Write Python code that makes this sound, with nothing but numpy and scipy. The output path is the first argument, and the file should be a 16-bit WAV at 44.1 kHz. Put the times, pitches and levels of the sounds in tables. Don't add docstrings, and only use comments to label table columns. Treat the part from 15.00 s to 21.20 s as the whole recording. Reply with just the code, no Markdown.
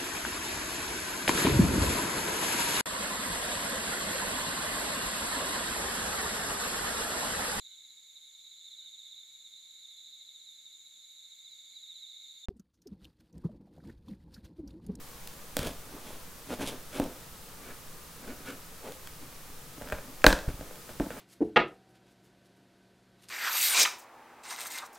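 import sys
import numpy as np
from scipy import signal
from scipy.fft import rfft, irfft
from scipy.io import wavfile
from scipy.ndimage import uniform_filter1d

SR = 44100
rng = np.random.default_rng(int(sys.argv[2]) if len(sys.argv) > 2 else 0)


def gain_from_decibels(decibels):
    exponent = np.asarray(decibels, float) / 20
    return 10 ** exponent


def digitize_waveform(pressure):
    field = np.atleast_2d(pressure).T
    bounded = np.clip(field, -1, 1)
    quanta = np.round(bounded * 32767).astype(np.int16)
    wavfile.write(sys.argv[1], SR, quanta)


N = 273420

# peak_s, rise_s, fall_s, pressure_db, tearing_db (over the pressure)
CUTS = [(.605, .04, 0.058, -46, -4), (.672, 0.086, 0.061, -40, -2.5), (1.075, 0.11, 0.25, -48, -6),
        (1.509, 0.038, 0.07, -40, -13), (1.54, 0.067, 0.021, -41, -6.5), (1.624, 0.043, .04, -32.5, -8.5),
        (1.68, 0.032, 0.04, -42, 7.5), (1.73, 0.12, 0.088, -42.5, -25), (1.956, .05, 0.056, -46, 0.5),
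        (1.989, .05, 0.031, -40, -10), (3.485, 0.081, 0.11, -48.5, -4), (3.87, 0.074, 0.088, -44.5, -15),
        (5.896, 0.021, 0.077, -47.5, -7)]
# peak_s, rise_s, fall_s, pressure_db, rasp_db (over the pressure)
DRAGS = [(.63, 0.04, 0.042, -55.5, 10), (.965, 0.27, 0.065, -50, -28), (1.95, 0.05, 0.037, -55, 4),
         (2.02, 0.018, 0.058, -36.5, -28), (2.11, 0.099, 0.22, -52, -11), (2.71, 0.21, 0.064, -49.5, -3),
         (3.3, 0.15, 0.094, -47.5, -4.5), (3.488, 0.054, 0.088, -54.5, 9), (4.23, 0.066, 0.062, -53, -16),
         (4.86, 0.14, 0.15, -50.5, -5), (4.935, 0.042, 0.12, -52, 3.5), (5.499, 0.038, 0.033, -39, -12),
         (5.631, 0.045, 0.31, -53.5, -19), (6.02, 0.027, 0.063, -39.5, -25), (6.109, .015, 0.11, -49, -3),
         (6.19, 0.12, 0.079, -49.5, -10)]
# peak_s, level_db
JOLTS = [
    (.59, -39),
    (.678, -38),
    (1.63, -53),
    (2.01, -62),
    (4.486, -47.5),
    (4.81, -45.5),
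    (5.59, -45),
]
# peak_s, rise_s, fall_s, hollow_drone_db, panel_hum_db
FLEXES = [
    (.95, .12, 0.064, -51, -70),
    (1.53, 0.061, 0.035, -41.5, -55),
    (1.62, .03, 0.046, -40, -49),
    (1.965, .04, 0.045, -42, -43),
    (3.301, 0.082, .07, -40.5, -59),
    (3.5, .05, 0.12, -48, -54),
    (3.87, 0.071, 0.09, -65, -42),
    (5.07, 0.091, 0.13, -51, -60),
]
# start_s, crack_db, flap_clack_db (over the crack), panel_ring_db (over the crack)
POPS = [(.274, -26, -35, -34), (.568, -12.5, -13.5, -7), (.591, -19, -10, -15), (.671, -25, -20, -4.5),
        (1.999, -28, -14, -21), (2.04, -31.5, -20, -18), (3.921, -32, -16, -20), (4.073, -30.5, -3.5, -18),
        (4.82, -34, -1, -1), (4.887, -36, -2, -2), (4.9, -35.5, 2, 0), (5.757, -38, -9, -9)]
# start_s, force_db, hollowness_db, hardness_db (both over the force)
TAPS = [(1.598, -29.5, 1, -3), (1.613, -39, 8, 5), (1.999, -15, 0.5, -17), (2.039, -54, 5, -15),
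        (3.404, -54, 15, 11), (3.913, -41, -25, -15), (4.781, -40.5, 4, -11), (4.813, -32, -16, -9),
        (4.874, -47, -12, 12), (4.923, -23, -18, 3), (4.928, -24.5, -11, -1.5), (5.487, -34.5, 6, 0.5),
        (5.61, -31, -7, -10), (5.71, -38, -22, -7), (5.892, -34.5, -14, -4), (5.999, -39, 18, 12),
        (6.005, -17, 2.5, -26), (6.105, -29.5, -22, -0.5)]
# start_s, panel_ring_db, hollow_boom_db, flap_clack_db, crack_db
SLAPS = [
    (5.2193, -50, -51, -41, -37),
    (5.2422, -15.5, -36, -1, -12.5),
    (5.2452, -3.5, -18.5, -8, -41),
    (5.265, -11.5, -10.5, -4.5, -1.5),
    (5.266, -4.5, -10.5, -0.5, -27),
    (5.2679, -15, -16, -1.5, -30),
    (5.2713, -17, -11, -17, -36),
]
# start_s, level_db, width_s
PUSHES = [
    (5.482, -18, 0.0042),
    (5.494, -24, 0.0063),
]
# start_s, level_db
LANDINGS = [
    (4.928, -28),
    (5.49, -29),
    (5.995, -33),
]

# pitch_hz, level_db, t60_s
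HOLLOW = [(284, -1, 0.07), (294, 9, 0.031), (368, -1.5, 0.028), (397.6, -1.5, 0.05), (436, -3.5, 0.068)]
# pitch_hz, level_db, t60_s
PANEL = [(505.5, 4, 0.034), (572, 0, 0.033), (624, -5, 0.044), (737, -13, 0.079), (850, -16, 0.15)]
# pitch_hz, level_db, t60_s
FLAP = [(1230, -16, 0.0046), (1330, -13.5, 0.028), (1570, 4, 0.016), (1606, 3, 0.01), (1827, -1.5, 0.022),
        (2237, -0.5, 0.01), (2452, -4, 0.032)]
# pitch_hz, level_db, t60_s
CRACK = [(3040, 10, 0.0048), (3560, -16, 0.021), (4640, 14.5, 0.0034), (5440, -6, 0.0042),
         (6960, 4.5, 0.0052), (8300, -3.5, 0.0046), (9800, -12, 0.002), (12000, -7, 0.0019),
         (13500, -4, 0.0015)]
# pitch_hz, level_db, t60_s
POP = [(3620, 1, 0.0024), (5000, 7, 0.00064), (8660, 1, 0.00081), (12000, -6, 0.0015), (14900, -3, 0.0013)]
# pitch_hz, level_db, t60_s
TABLE = [(43.5, 4.5, 0.083), (64, -26, 0.1596), (88, -5, 0.12), (153, -1, 0.092)]
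# pitch_hz, level_db (per Hz)
FIZZ = [(1180, -48), (2000, -8.5), (3400, -2), (4530, -11.5), (5030, -10.5), (8190, -12), (11000, -10.5),
        (15100, -28), (16000, -30)]
# pitch_hz, t60_s
ROOM = [(60, 0.43), (250, 0.28), (700, 0.46), (2000, 0.37), (6000, 0.43), (14000, 0.18)]
# pitch_hz, level_db (per Hz)
AIR = [(.3, -29), (2.5, 13), (8, 8.5), (22, -5.5), (59, -8.5), (96, -12), (163, -8), (215, -15),
       (410, -17.5), (468, -12), (610, -19), (1000, -18.5), (2500, -24), (14500, -25.5), (16500, -28.5)]
# pitch_hz, level_db (per Hz)
OWN = [(3.5, -16), (8, 2), (240, -13.5), (590, -16.5), (2600, -17.5), (11500, -18), (16500, -19)]
# time_s, pitch_hz
WHINE = [(0, 1164), (0.252, 1015), (.45, 1260), (.65, 1170), (0.901, 1264), (1.2, 1042), (1.601, 1157),
         (1.9, 1290), (2.3, 1330), (2.55, 1213), (2.95, 1194), (3.3, 1294), (3.8, 1283), (4.1, 1244),
         (4.27, 1111), (4.88, 1310), (5.1, 1187), (6.2, 1295)]

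STROKE_DROP_DB, ROUND_TOP = -23, 1.23
CUT_RASP_DB, DRAG_FIZZ_DB, STROKE_SHUDDER_DB = -14, -23, -12.5
JOLT_RISE_S, JOLT_FALL_S = 0.04, 0.055
POP_BOOM_DB, POP_THUMP_DB = -5.5, -41
TAP_CRACK_DB, TAP_THUMP_DB = -9, -20.5
SLAP_THUMP_DB = -12.5
CLACK_SENT_DB, CRACK_SENT_DB = -3.5, 0
ECHO_S, ECHO_DB, SECOND_ECHO_DB = 0.062, -14.5, -31
AIR_DB, OWN_DB = -46.5, -56
WHINE_DB, WHINE_JITTER_HZ = -57.5, 34.9
EDGE_HZ = 15950


def evened(x):
    return x / np.sqrt(np.mean(x ** 2) + 1e-20)


def read(points, hz):
    f, value = np.transpose(points)
    return np.interp(np.log(hz + 1), np.log(f + 1), value)


def add(mix, s, sound):
    part = mix[round(s * SR):][:len(sound)]
    part += sound[:len(part)]


def coloured(x, spectrum):
    hz = np.fft.rfftfreq(len(x), 1 / SR)
    return evened(irfft(rfft(x) * gain_from_decibels(read(spectrum, hz)), len(x)))


def ring(modes, detune=0.92):
    longest_s = max(t60 for _, _, t60 in modes)
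    t = np.arange(int(SR * longest_s) + SR // 500) / SR
    swing = np.zeros(len(t))
    for (hz, db, t60), shift in zip(modes, detune * np.ones(len(modes))):
        swing += gain_from_decibels(db - 60 * t / t60) * np.sin(2 * np.pi * hz * shift * t) / hz
    speed = np.diff(swing)
    return speed / np.linalg.norm(speed)


def driven(force, modes):
    return signal.oaconvolve(force, ring(modes))[:N]


def slips(per_s, spread_db):
    ticks = (rng.random(N) < per_s / SR) * rng.choice([-1., 1.], N)
    return evened(ticks * gain_from_decibels(spread_db * np.minimum(rng.exponential(1, N), 4)))


def pressure(s, rise_s, fall_s, top_db):
    t = np.arange(N) / SR - s
    away = np.maximum(-t / rise_s, t / fall_s)
    return gain_from_decibels(np.maximum(top_db + STROKE_DROP_DB * away ** ROUND_TOP, -140))


def strokes():
    level = np.zeros((4, N))
    for *shape, tear_db in CUTS:
        layers_db = np.array([[0], [CUT_RASP_DB], [tear_db], [STROKE_SHUDDER_DB]])
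        level += pressure(*shape) * gain_from_decibels(layers_db)
    for *shape, rasp_db in DRAGS:
        layers_db = np.array([[0], [rasp_db], [rasp_db + DRAG_FIZZ_DB], [STROKE_SHUDDER_DB]])
        level += pressure(*shape) * gain_from_decibels(layers_db)
    for s, db in JOLTS:
        level[3] += pressure(s, JOLT_RISE_S, JOLT_FALL_S, db)
    level = uniform_filter1d(level, 200, axis=1)
    rub = driven(level[0] * slips(700, spread_db=1.5), HOLLOW + PANEL)
    rasp = driven(level[1] * slips(1500, spread_db=2), FLAP)
    fizz = level[2] * coloured(slips(4000, spread_db=4), FIZZ)
    shudder = driven(level[3] * slips(260, spread_db=6), TABLE)
    return rub + rasp + fizz + shudder


def flexing():
    drone, hum = np.zeros((2, N))
    for s, rise_s, fall_s, drone_db, hum_db in FLEXES:
        drone += pressure(s, rise_s, fall_s, drone_db)
        hum += pressure(s, rise_s, fall_s, hum_db)
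    hollow = driven(drone * slips(900, spread_db=1), HOLLOW[:2])
    return hollow + driven(hum * slips(900, spread_db=1), PANEL)


def pops():
    return [(s, db + panel, db + panel + POP_BOOM_DB, db + clack, db, db + panel + POP_THUMP_DB)
            for s, db, clack, panel in POPS]


def taps():
    return [(s, db, db + hollow, db + hard, db + hard + TAP_CRACK_DB, db + TAP_THUMP_DB)
            for s, db, hollow, hard in TAPS]


def slaps():
    return [(*row, row[2] + SLAP_THUMP_DB) for row in SLAPS]


def hit(levels_db, crack, rattle_s, spread, luck):
    panel_db, boom_db, clack_db, crack_db, thump_db = levels_db
    near, far = np.zeros((2, SR // 2))
    parts = ((PANEL, panel_db, 0.0005), (HOLLOW, boom_db, 0.0009),
             (FLAP, clack_db, 0.0002), (TABLE, thump_db, 0.007))
    for modes, db, soft_s in parts:
        blow = np.hanning(int(3 + soft_s * 2 * SR))
        sound = signal.oaconvolve(ring(modes, 1 + spread * luck[:len(modes)]), blow)
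        sound = -gain_from_decibels(db) * sound / abs(sound).max()
        add(near, 0, sound)
        add(far, 0, sound * gain_from_decibels(CLACK_SENT_DB * (modes is FLAP)))
    rattle = 0.33 * luck * np.exp(-(np.arange(len(luck)) / SR / rattle_s) ** 2)
    rattle[0] = 1
    rattle[int(0.0012 * SR)] += 0.6
    snap = np.convolve(ring(crack), rattle)
    snap = -gain_from_decibels(crack_db) * snap / abs(snap).max()
    add(near, 0, snap)
    add(far, 0, gain_from_decibels(CRACK_SENT_DB) * ring(POP) * np.linalg.norm(snap))
    return near, far


def blows():
    near, far = np.zeros((2, N))
    kinds = ((pops(), POP, 0.002, 0.015), (taps(), POP, 0.002, 0.015), (slaps(), CRACK, 0.0025, 0.004))
    for rows, crack, rattle_s, spread in kinds:
        for s, *levels_db in rows:
            luck = rng.standard_normal(SR // 100)
            heard, sent = hit(levels_db, crack, rattle_s, spread, luck)
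            add(near, s, heard)
            add(far, s, sent)
    return near, far


def palm():
    t = np.arange(N) / SR
    out = np.zeros(N)
    for k, (s, db, width_s) in enumerate(PUSHES):
        out += (-1) ** k * gain_from_decibels(db) * np.exp(-((t - s) / width_s) ** 2 * 4)
    return out


def landings():
    out = np.zeros(N)
    thud = np.convolve(ring(TABLE), np.hanning(SR // 100))
    for s, db in LANDINGS:
        add(out, s, gain_from_decibels(db) * thud / abs(thud).max())
    return out


def wall_echoes(direct):
    out = np.zeros(N)
    add(out, ECHO_S, gain_from_decibels(ECHO_DB) * direct)
    add(out, 2 * ECHO_S, gain_from_decibels(SECOND_ECHO_DB) * direct)
    return out


def room(x):
    echoes = np.zeros(SR)
    at = np.arange(300, SR - 20, 20)
    echoes[at + rng.integers(0, 20, len(at))] = rng.choice([-1., 1.], len(at))
    hz, t, z = signal.stft(echoes, SR, nperseg=256)
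    fade = gain_from_decibels(-60 * t / read(ROOM, hz)[:, None])
    tail = signal.istft(z * fade, SR, nperseg=256)[1]
    return signal.oaconvolve(x, tail / np.linalg.norm(tail))[:N]


def room_tone():
    return gain_from_decibels(AIR_DB) * coloured(rng.standard_normal(N), AIR)


def amplifier_hiss():
    return gain_from_decibels(OWN_DB) * coloured(rng.standard_normal(N), OWN) * [[1], [-1]]


def whine():
    jitter = uniform_filter1d(rng.standard_normal(N), size=900)
    jitter = evened(uniform_filter1d(jitter, size=900))
    hz = np.interp(np.arange(N) / SR, *np.transpose(WHINE)) + WHINE_JITTER_HZ * jitter
    return gain_from_decibels(WHINE_DB) * np.sin(2 * np.pi * np.cumsum(hz) / SR) * [[1], [0]]


def scene():
    cut = strokes() + flexing()
    near, far = blows()
    near += palm()
    near += wall_echoes(near)
    reverb = room(gain_from_decibels(-9) * far + gain_from_decibels(-13) * cut)
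    return np.tile(cut + near + landings() + reverb + room_tone(), (2, 1))


def low_pass(x):
    return signal.sosfilt(signal.butter(12, 16460, fs=SR, output="sos"), x)


def record(dry):
    mix = dry + amplifier_hiss() + whine()
    limit = signal.firwin(511, EDGE_HZ, fs=SR)[None]
    limited = signal.oaconvolve(mix, limit, "same")
    return low_pass(np.clip(limited, -1, 1))


dry = scene()
out = record(dry)
digitize_waveform(out)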